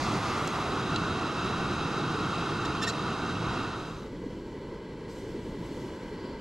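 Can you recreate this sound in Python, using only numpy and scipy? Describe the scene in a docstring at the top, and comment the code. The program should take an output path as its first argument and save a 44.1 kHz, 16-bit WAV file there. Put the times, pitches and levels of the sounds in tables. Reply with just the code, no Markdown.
"""First the open roar and hissing jet of a small canister gas stove, close to the microphone in a tent.
A metal pot comes down over the turbulent flame and ticks, scrapes and squeals on the stove's arms.
A cross-fade moves the microphone further back, where the roar is duller and quieter. A nylon sleeping
bag rustles, soft thuds sound on the ground, and a thin hiss swells at the end."""
import sys
import numpy as np
from scipy import signal
from scipy.fft import rfft, irfft, next_fast_len
from scipy.io import wavfile
from scipy.ndimage import uniform_filter1d, map_coordinates

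SR = 44100
rng = np.random.default_rng(int(sys.argv[2]) if len(sys.argv) > 2 else 0)


def dump_mix(stems):
    """Bounce the given channels to the path in sys.argv[1] as a 16-bit WAV at rate SR."""
    frames = np.atleast_2d(stems).T  # one column per channel
    limited = np.clip(frames, -1, 1)  # hard clip at full scale
    pcm = np.round(limited * 32767).astype(np.int16)
    wavfile.write(sys.argv[1], SR, pcm)


N = 282592
TIME = np.arange(N) / SR


# Broad roar close up, of the open flame and under the pot: f/Hz, level/dB
OPEN_ROAR = [(15, -49), (25, -24), (104, -3), (183, -3.5), (246, -2.5), (368, -1.5), (495, -8),
             (1230, -3.5), (1660, -14.5), (2690, -16), (3000, -22), (4140, -24), (6540, -28), (11200, -40),
             (15500, -60)]
COVERED_ROAR = [(15, -49), (25, -23), (164, -4), (240, -6), (330, -2), (566, -10), (1200, -14),
                (2000, -24.5), (2690, -26), (3520, -20), (3920, -21.5), (4370, -22.5), (4860, -26),
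                (9030, -42.5), (12100, -54), (15500, -71)]
# Bands lifted in the open flame, then by burner, pot and ground: f/Hz, width/Hz, level/dB
OPEN_BANDS = [(146, 120, -5), (736, 52, -4), (1200, 190, -5.5), (2040, 190, -13.5), (2670, 67, -13.5),
              (3360, 400, -15.5), (4050, 450, -20), (4970, 210, -22), (6500, 54, -19)]
COVERED_BANDS = [(148, 97, 0), (1284, 425, -3.5), (2237, 70, -17), (2680, 245, -13), (3160, 110, -19),
                 (3850, 310, -16), (4870, 150, -22.5), (5560, 120, -26), (6380, 410, -28),
                 (7300, 180, -30.5), (8900, 190, -38.5), (9600, 160, -39), (11900, 280, -57)]
# Cancellations under the pot: f/Hz, width/Hz, level/dB
COVERED_DIPS = [(570, 77, -5), (1672, 100, -7), (1956, 105, -2.5), (2320, 93, -4), (2990, 140, -2.5),
                (3514, 89, -8.5), (4380, 240, -6.5), (5400, 94, -4), (5800, 80, -10), (6150, 80, 1),
                (7030, 150, -5), (7700, 120, -2.5), (8260, 250, -2), (9250, 120, -3)]
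# The flame flares as the pot brushes it: t/s, level/dB, rise/s, hold/s
FLARE = [(.28, 5, .03, .04)]
# Stereo image close up: f/Hz, side over mid/dB, share of side following mid, phase/rad
CLOSE_IMAGE = [(30, -29, 0.1, 3.1), (80, -34, .1, 3.1), (125, -45, .05, 6.1), (257, -17, 1, 3.4),
               (400, -22, .88, 2.6), (577, -14, .85, 2.9), (1020, -15.5, 0.7, 2.6), (1170, -35, .2, 5.5),
               (1470, -10.5, 0.8, 4.36), (2750, -10, .7, 4.54), (4200, -12, .5, 4.4), (6400, -9.5, .3, 4.8),
               (9800, -9.5, 0, 5.4), (15000, -2, 0, 4.6)]

def close_flame(cover_s=(0.35, 0.825), settle_s=(2.0, 3.4)):
    """Turbulent burning right at the microphone, first open, then covered by the pot."""
    free = amp(-0.43) * rush(roar(OPEN_ROAR, OPEN_BANDS, [], body_db=1.5), CLOSE_IMAGE, patchy_db=1)
    free += swells(FLARE, fall_db_per_s=92) * filtered(free, bands([(1290, 190, -6)]))
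    covered = rush(roar(COVERED_ROAR, COVERED_BANDS, COVERED_DIPS, body_db=3), CLOSE_IMAGE, 0.62)
    cover = ramp(cover_s)
    burn = np.sqrt(1 - cover) * free + np.sqrt(cover) * covered
    upper_db = -1 - 1.2 * ramp(settle_s)  # sinks as the pot settles on the arms
    burn = balance(burn, upper_db, split_hz=185, drift_db=0)
    flutter_db = 0.31 * wobble(4.23) + 0.37 * wobble(40)
    return amp(-29.5 + flutter_db) * burn


# Broad roar from further back: f/Hz, level/dB
FAR_ROAR = [(15, -24), (25, -1.5), (68, -5), (204, -2), (330, -5), (368, -7.5), (508, -16), (740, -47),
            (969, -24), (1410, -26.5), (1530, -28), (1800, -24), (3080, -27.5), (13200, -57), (15500, -76)]
# Its lifted bands, and cancellations by ground and tent wall: f/Hz, width/Hz, level/dB
FAR_BANDS = [(394, 194, 0), (938, 208, -11), (1346, 62, -23), (1556, 230, -20), (1996, 125, -18),
             (2650, 70, -44), (2960, 64, -23.5), (3400, 99, -25.5), (4320, 300, -28), (5160, 140, -32),
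             (5760, 120, -34.5), (7370, 610, -40)]
FAR_DIPS = [(737, 90, -6.5), (1220, 120, -3.5), (1400, 36, -5), (1795, 61, -8), (2150, 42, -4),
            (2535, 86, -8), (2790, 60, -10), (3570, 200, -3)]
# Stereo image further back: columns as CLOSE_IMAGE
FAR_IMAGE = [(30, -42, 0, 4.7), (70, -53, 0.045, 4.7), (400, -57, 0, 3.2), (700, -27, 0.055, 3.5),
             (1300, -21, .3, 5), (2000, -22, .3, 5.4), (2620, -11, .55, 4.6), (4400, -17, .3, 4.8),
             (8000, -8.5, .05, 5.5), (10500, -13, 0.11, 5), (12500, 0, 0.52, 5.2)]
# Two hollow bands swell once: t/s, level/dB, rise/s, hold/s
HOLLOW_SWELL = [(5.8, 0, 0.15, 0.16)]

def far_flame(widen_s=(5.3, 5.85), brighten_s=(4.96, 5.66)):
    """The same burning from further back in the tent; late on it brightens, and the stereo image opens out."""
    burn = rush(roar(FAR_ROAR, FAR_BANDS, FAR_DIPS, body_db=1.5), FAR_IMAGE, patchy_db=0.52)
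    hollow = filtered(burn, bands([(960, 110, -8), (1580, 200, -6)]))
    burn += swells(HOLLOW_SWELL, fall_db_per_s=30) * hollow
    side = burn - burn.mean(axis=0)
    # f/Hz, level/dB
    side_lift = [(60, 12), (130, 4), (350, 23), (700, 9.3), (950, 2), (1300, 7), (3000, 3.3), (9000, 3)]
    burn += ramp(widen_s) * filtered(side, lambda hz: amp(along(side_lift, hz)) - 1)
    burn = balance(burn, upper_db=-1 + 2 * ramp(brighten_s), split_hz=600, drift_db=-0.6)
    flutter_db = 0.31 * wobble(7.7) + 0.6 * wobble(45)
    return amp(-38.5 + flutter_db) * burn


# The rumble and the deepest bass surge and sag: t/s, level/dB
RUMBLE_SURGE = [(0, 5.5), (.13, 3), (.4, -1), (.8, -1), (1.1, 2), (1.3, -3.5), (1.55, 2.5), (1.9, -1.3),
                (2.15, 1), (2.45, -1), (3.05, 0.5), (3.3, -1), (3.45, 1), (3.7, -0.5), (4.1, 0), (5, -1.8),
                (5.6, 1.2), (6.4, -0.5)]
BASS_SURGE = [(0, 0), (3.3, -3), (3.7, 4), (4.3, 1), (5.2, -0.5), (6.4, -4)]

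def stove(fade_s=(3.565, 4.12)):
    """The flame, cross-faded from the close microphone position to the far one."""
    far = ramp(fade_s)
    burn = (1 - far) * close_flame() + far * far_flame()
    for curve, top_hz in ((RUMBLE_SURGE, 223), (BASS_SURGE, 55)):
        surge = amp(np.interp(TIME, *np.transpose(curve)))
        burn += (surge - 1) * filtered(burn, lambda hz: 1 / (1 + (hz / top_hz) ** 4))
    return burn


# Hiss of the jet, close up: f/Hz, level/dB
JET_HISS = [(2000, -34), (3500, -2), (4500, 3), (6500, -3.5), (8000, -16), (12000, -30), (15500, -45)]
# Its spurts: t/s, level/dB, rise/s, hold/s
SPURTS = [(-.05, -41, .03, 0.11), (.21, -46.5, 0.019, 0.12)]

def gas_jet():
    """The gas jet hisses in bright spurts before the pot covers it."""
    hiss = rush(colour(JET_HISS), CLOSE_IMAGE, patchy_db=1.4)
    return hiss * swells(SPURTS, fall_db_per_s=114) * amp(1.7 * wobble(20.6))


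# Pot against the arms: t/s, ring level/dB, length/s, loudest f/Hz, rasp level/dB
CONTACTS = [(0.474, -41, 0.004, 6600, -28.5), (0.959, -25, 0.0018, 3770, -41),
            (1.444, -49, 0.006, 5000, -44), (2.652, -43, 0.012, 4500, -41),
            (2.820, -37, 0.034, 3000, -35.5), (2.873, -36.5, 0.033, 5500, -35)]
# Modes of the pot: f/Hz, level/dB, t60/s
POT_MODES = [(2720, -1, 0.026), (3280, -6, .035), (4020, 1, 0.034), (4450, -3, 0.04), (4980, -13, .02),
             (5400, -11, .03), (6400, -8, 0.016), (6800, -12, .015), (7200, -8, 0.016), (7650, -11, .03),
             (8940, -15, .012)]
# Dry rasp of a contact: f/Hz, level/dB
RASP = [(1500, -5), (4000, -3), (7500, 2.5), (9000, -19), (12500, -16), (14500, -28), (15500, -35)]

def pot(side_db=-10.5, side_rad=4.5):
    """Each contact is a short gritty scrape that rings the pot; drags squeal as well."""
    rings, rasp = np.zeros((2, N + SR))
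    t = TIME[:SR // 8]
    for start, db, length, centre_hz, rasp_db in CONTACTS:
        grit = rng.standard_normal(len(t)) * arch(t, length) ** 0.5
        ring = 0
        for hz, mode_db, t60 in POT_MODES:
            mode = struck(t, hz, t60, rise_s=0.0012)
            place_db = -2 * (np.log2(hz / centre_hz) / 0.5) ** 2  # the spot touched favours some modes
            ring += amp(mode_db + place_db) * unit(signal.fftconvolve(grit, mode))
        contact_rms = np.sqrt(np.sum(ring ** 2) / (length * SR))
        add(rings, start, amp(db) * ring / contact_rms)
        add(rasp, start, amp(rasp_db) * grit)
    mid = rings[:N] + squeals() + filtered(rasp[:N], colour(RASP))
    side = filtered(mid, lambda hz: amp(side_db) * np.exp(1j * side_rad))
    return np.array([mid + side, mid - side])


# The pot drags on an arm: t/s, level/dB, length/s, slip f/Hz
DRAGS = [(2.645, -42, .018, 1824), (2.814, -36, 0.035, 1778), (2.866, -34.5, .028, 1830)]
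# Harmonics of the squeal: multiple of the slip rate, level/dB
HARMONICS = [(1, 2), (2, 1), (3, -2.5), (4, -5.5), (5, -18), (6, -30), (7, -34)]

def squeals(waver=0.008):
    """Metal sticks and slips at an almost even rate: a short buzzy whistle."""
    out, t = np.zeros(N + SR), TIME[:SR // 8]
    for start, db, length, hz in DRAGS:
        span = round(start * SR) + np.arange(len(t))
        slip_hz = hz * (1 + waver * wobble(150)[span])
        phase = 2 * np.pi * np.cumsum(slip_hz) / SR
        tone = sum(amp(level + 2.5 * wobble(120)[span]) * np.sin(k * phase) for k, level in HARMONICS)
        add(out, start, amp(db) * arch(t, length) * tone)
    return out[:N]


# Thuds on the ground: t/s, level/dB, f/Hz
THUDS = [(4.262, -13.5, 264), (5.238, -23, 336), (5.343, -18, 328), (5.364, -23, 344), (5.489, -17, 170),
         (5.611, -16, 157), (5.713, -15.5, 290)]

def thuds():
    """Soft low knocks that rise in a few milliseconds and die at once."""
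    out, t = np.zeros(N + SR), TIME[:SR // 8]
    for start, db, hz in THUDS:
        add(out, start, amp(db) * struck(t, hz, t60=0.033, rise_s=0.0054))
    return out[:N]


# Hiss of rubbing nylon: f/Hz, level/dB
NYLON = [(500, -50), (1400, -19), (2500, -3.5), (5000, -2), (7500, -4), (10000, -15.5), (14000, -17.5),
         (15500, -36)]
# Its stereo image: columns as CLOSE_IMAGE
NYLON_IMAGE = [(1000, -9, .3, 5), (3000, -8, .4, 4.6), (8000, -11, .1, 5.5), (10500, -10, .1, 5),
               (12500, 1.1, .1, 6.4)]
# Slides of the bag, after a faint treble hiss as the microphone moves back: t/s, level/dB, rise/s, hold/s
SLIDES = [(3.7, -62.5, 0.11, 0.19), (4.16, -70, .04, 0.32), (5.075, -58.5, 0.027, .09),
          (5.2, -65, .1, 0.75), (5.36, -65, .1, .04), (5.56, -60.5, 0.14, 0.095)]

def sleeping_bag():
    """Nylon slides in uneven little slips."""
    hiss = rush(colour(NYLON), NYLON_IMAGE, patchy_db=1.8)
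    return hiss * swells(SLIDES, fall_db_per_s=60) * amp(0.91 * wobble(35))


# Thin hiss, heard from further back: f/Hz, width/Hz, level/dB
THIN_BANDS = [(4200, 120, -1), (4420, 150, 0), (4700, 130, 2), (5120, 150, -8)]

def thin_hiss(peak_s=6.32, peak_db=-58.5, rise_db_per_s=35, fall_db_per_s=40):
    """A narrow, patchy hiss swells to one peak, perhaps water stirring in the pot."""
    late = TIME - peak_s
    level_db = peak_db + np.minimum(rise_db_per_s * late, -fall_db_per_s * late)
    return amp(level_db) * rush(bands(THIN_BANDS), FAR_IMAGE, patchy_db=3)


def rush(gain, image, patchy_db):
    """Stereo noise of rms 1 with patches of random gain in time and frequency."""
    spectra = signal.stft(rng.standard_normal((2, N)), nperseg=512)[2]
    patches = rng.standard_normal(spectra.shape[1:])
    patches = uniform_filter1d(uniform_filter1d(patches, 6, 0), 10, 1)
    noise = signal.istft(spectra * amp(patchy_db * unit(patches)), nperseg=512)[1]
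    mid, other = filtered(noise[:, :N], gain)
    side_db, shares, phases = ([(row[0], row[k]) for row in image] for k in (1, 2, 3))
    width = colour(side_db)
    share = lambda hz: np.clip(along(shares, hz), 0, 1)
    side = filtered(mid, lambda hz: width(hz) * np.sqrt(share(hz)) * np.exp(1j * along(phases, hz)))
    side += filtered(other, lambda hz: width(hz) * np.sqrt(1 - share(hz)))
    return unit(np.array([mid + side, mid - side]))


def roar(body, peaks, dips, body_db):
    """Response of a broad roar with lifted bands on it and dips cut into it."""
    cut_db = lambda hz: sum(db * np.exp(-((hz - f) / width) ** 2) for f, width, db in dips)
    return lambda hz: np.hypot(amp(along(body, hz) + body_db), bands(peaks)(hz)) * amp(cut_db(hz))


def balance(x, upper_db, split_hz, drift_db):
    """Sets the upper roar's level; the rumble below it wanders by drift_db."""
    rumble = filtered(x, lambda hz: 1 / (1 + (hz / split_hz) ** 8))
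    return amp(drift_db * wobble(2.18)) * rumble + amp(upper_db) * (x - rumble)


def bands(peaks):
    """Response of steep-sided bands: f/Hz, width/Hz, level/dB."""
    return lambda hz: np.sqrt(sum(
        (amp(db) / (1 + 2 * ((hz - f) / width) ** 2)) ** 2 for f, width, db in peaks))


def colour(points):
    """Response through points: f/Hz, level/dB."""
    return lambda hz: amp(along(points, hz))


def along(points, hz):
    """(f/Hz, value) points read on a log axis."""
    f, value = np.transpose(points)
    return np.interp(np.log(hz + 1), np.log(f + 1), value)


def filtered(x, response):
    """x times a response of frequency."""
    size = next_fast_len(N + SR // 2)
    return irfft(rfft(x, size) * response(np.fft.rfftfreq(size, 1 / SR)), size)[..., :N]


def swells(rows, fall_db_per_s):
    """Gain of events that rise, hold and die away; their powers add."""
    power = 0
    for start, db, rise, hold in rows:
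        fall_db = fall_db_per_s * np.maximum(TIME - start - rise - hold, 0)
        power += (ramp((start, start + rise)) * amp(db - fall_db)) ** 2
    return np.sqrt(power)


def struck(t, hz, t60, rise_s):
    """A damped sine with a soft onset."""
    return amp(-60 * t / t60) * (1 - np.exp(-t / rise_s)) * np.sin(2 * np.pi * hz * t)


def arch(t, length):
    """A half-sine envelope."""
    return np.sin(np.pi * np.clip(t / length, 0, 1))


def ramp(span):
    """0 before the span, 1 after it, straight between."""
    return np.interp(TIME, span, [0, 1])


def wobble(rate):
    """A smooth random curve, rate knots a second."""
    return map_coordinates(rng.standard_normal(int(N * rate / SR) + 4), [TIME * rate])


def add(track, start_s, sound):
    """Mixes a sound into a track."""
    track[round(start_s * SR):][:len(sound)] += sound


def amp(db):
    """Gain of a level in dB."""
    return 10 ** (np.asarray(db) / 20)


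def unit(x):
    """Scaled to rms 1."""
    return x / np.sqrt(np.mean(x ** 2) + 1e-20)


def scene():
    """Everything that reaches the microphone in the tent."""
    return stove() + gas_jet() + sleeping_bag() + thin_hiss() + pot() + thuds()


def record(dry, top_hz=15650):
    """The camera keeps nothing above its band limit."""
    return filtered(dry, lambda hz: hz < top_hz)


dry = scene()
out = record(dry)
dump_mix(out)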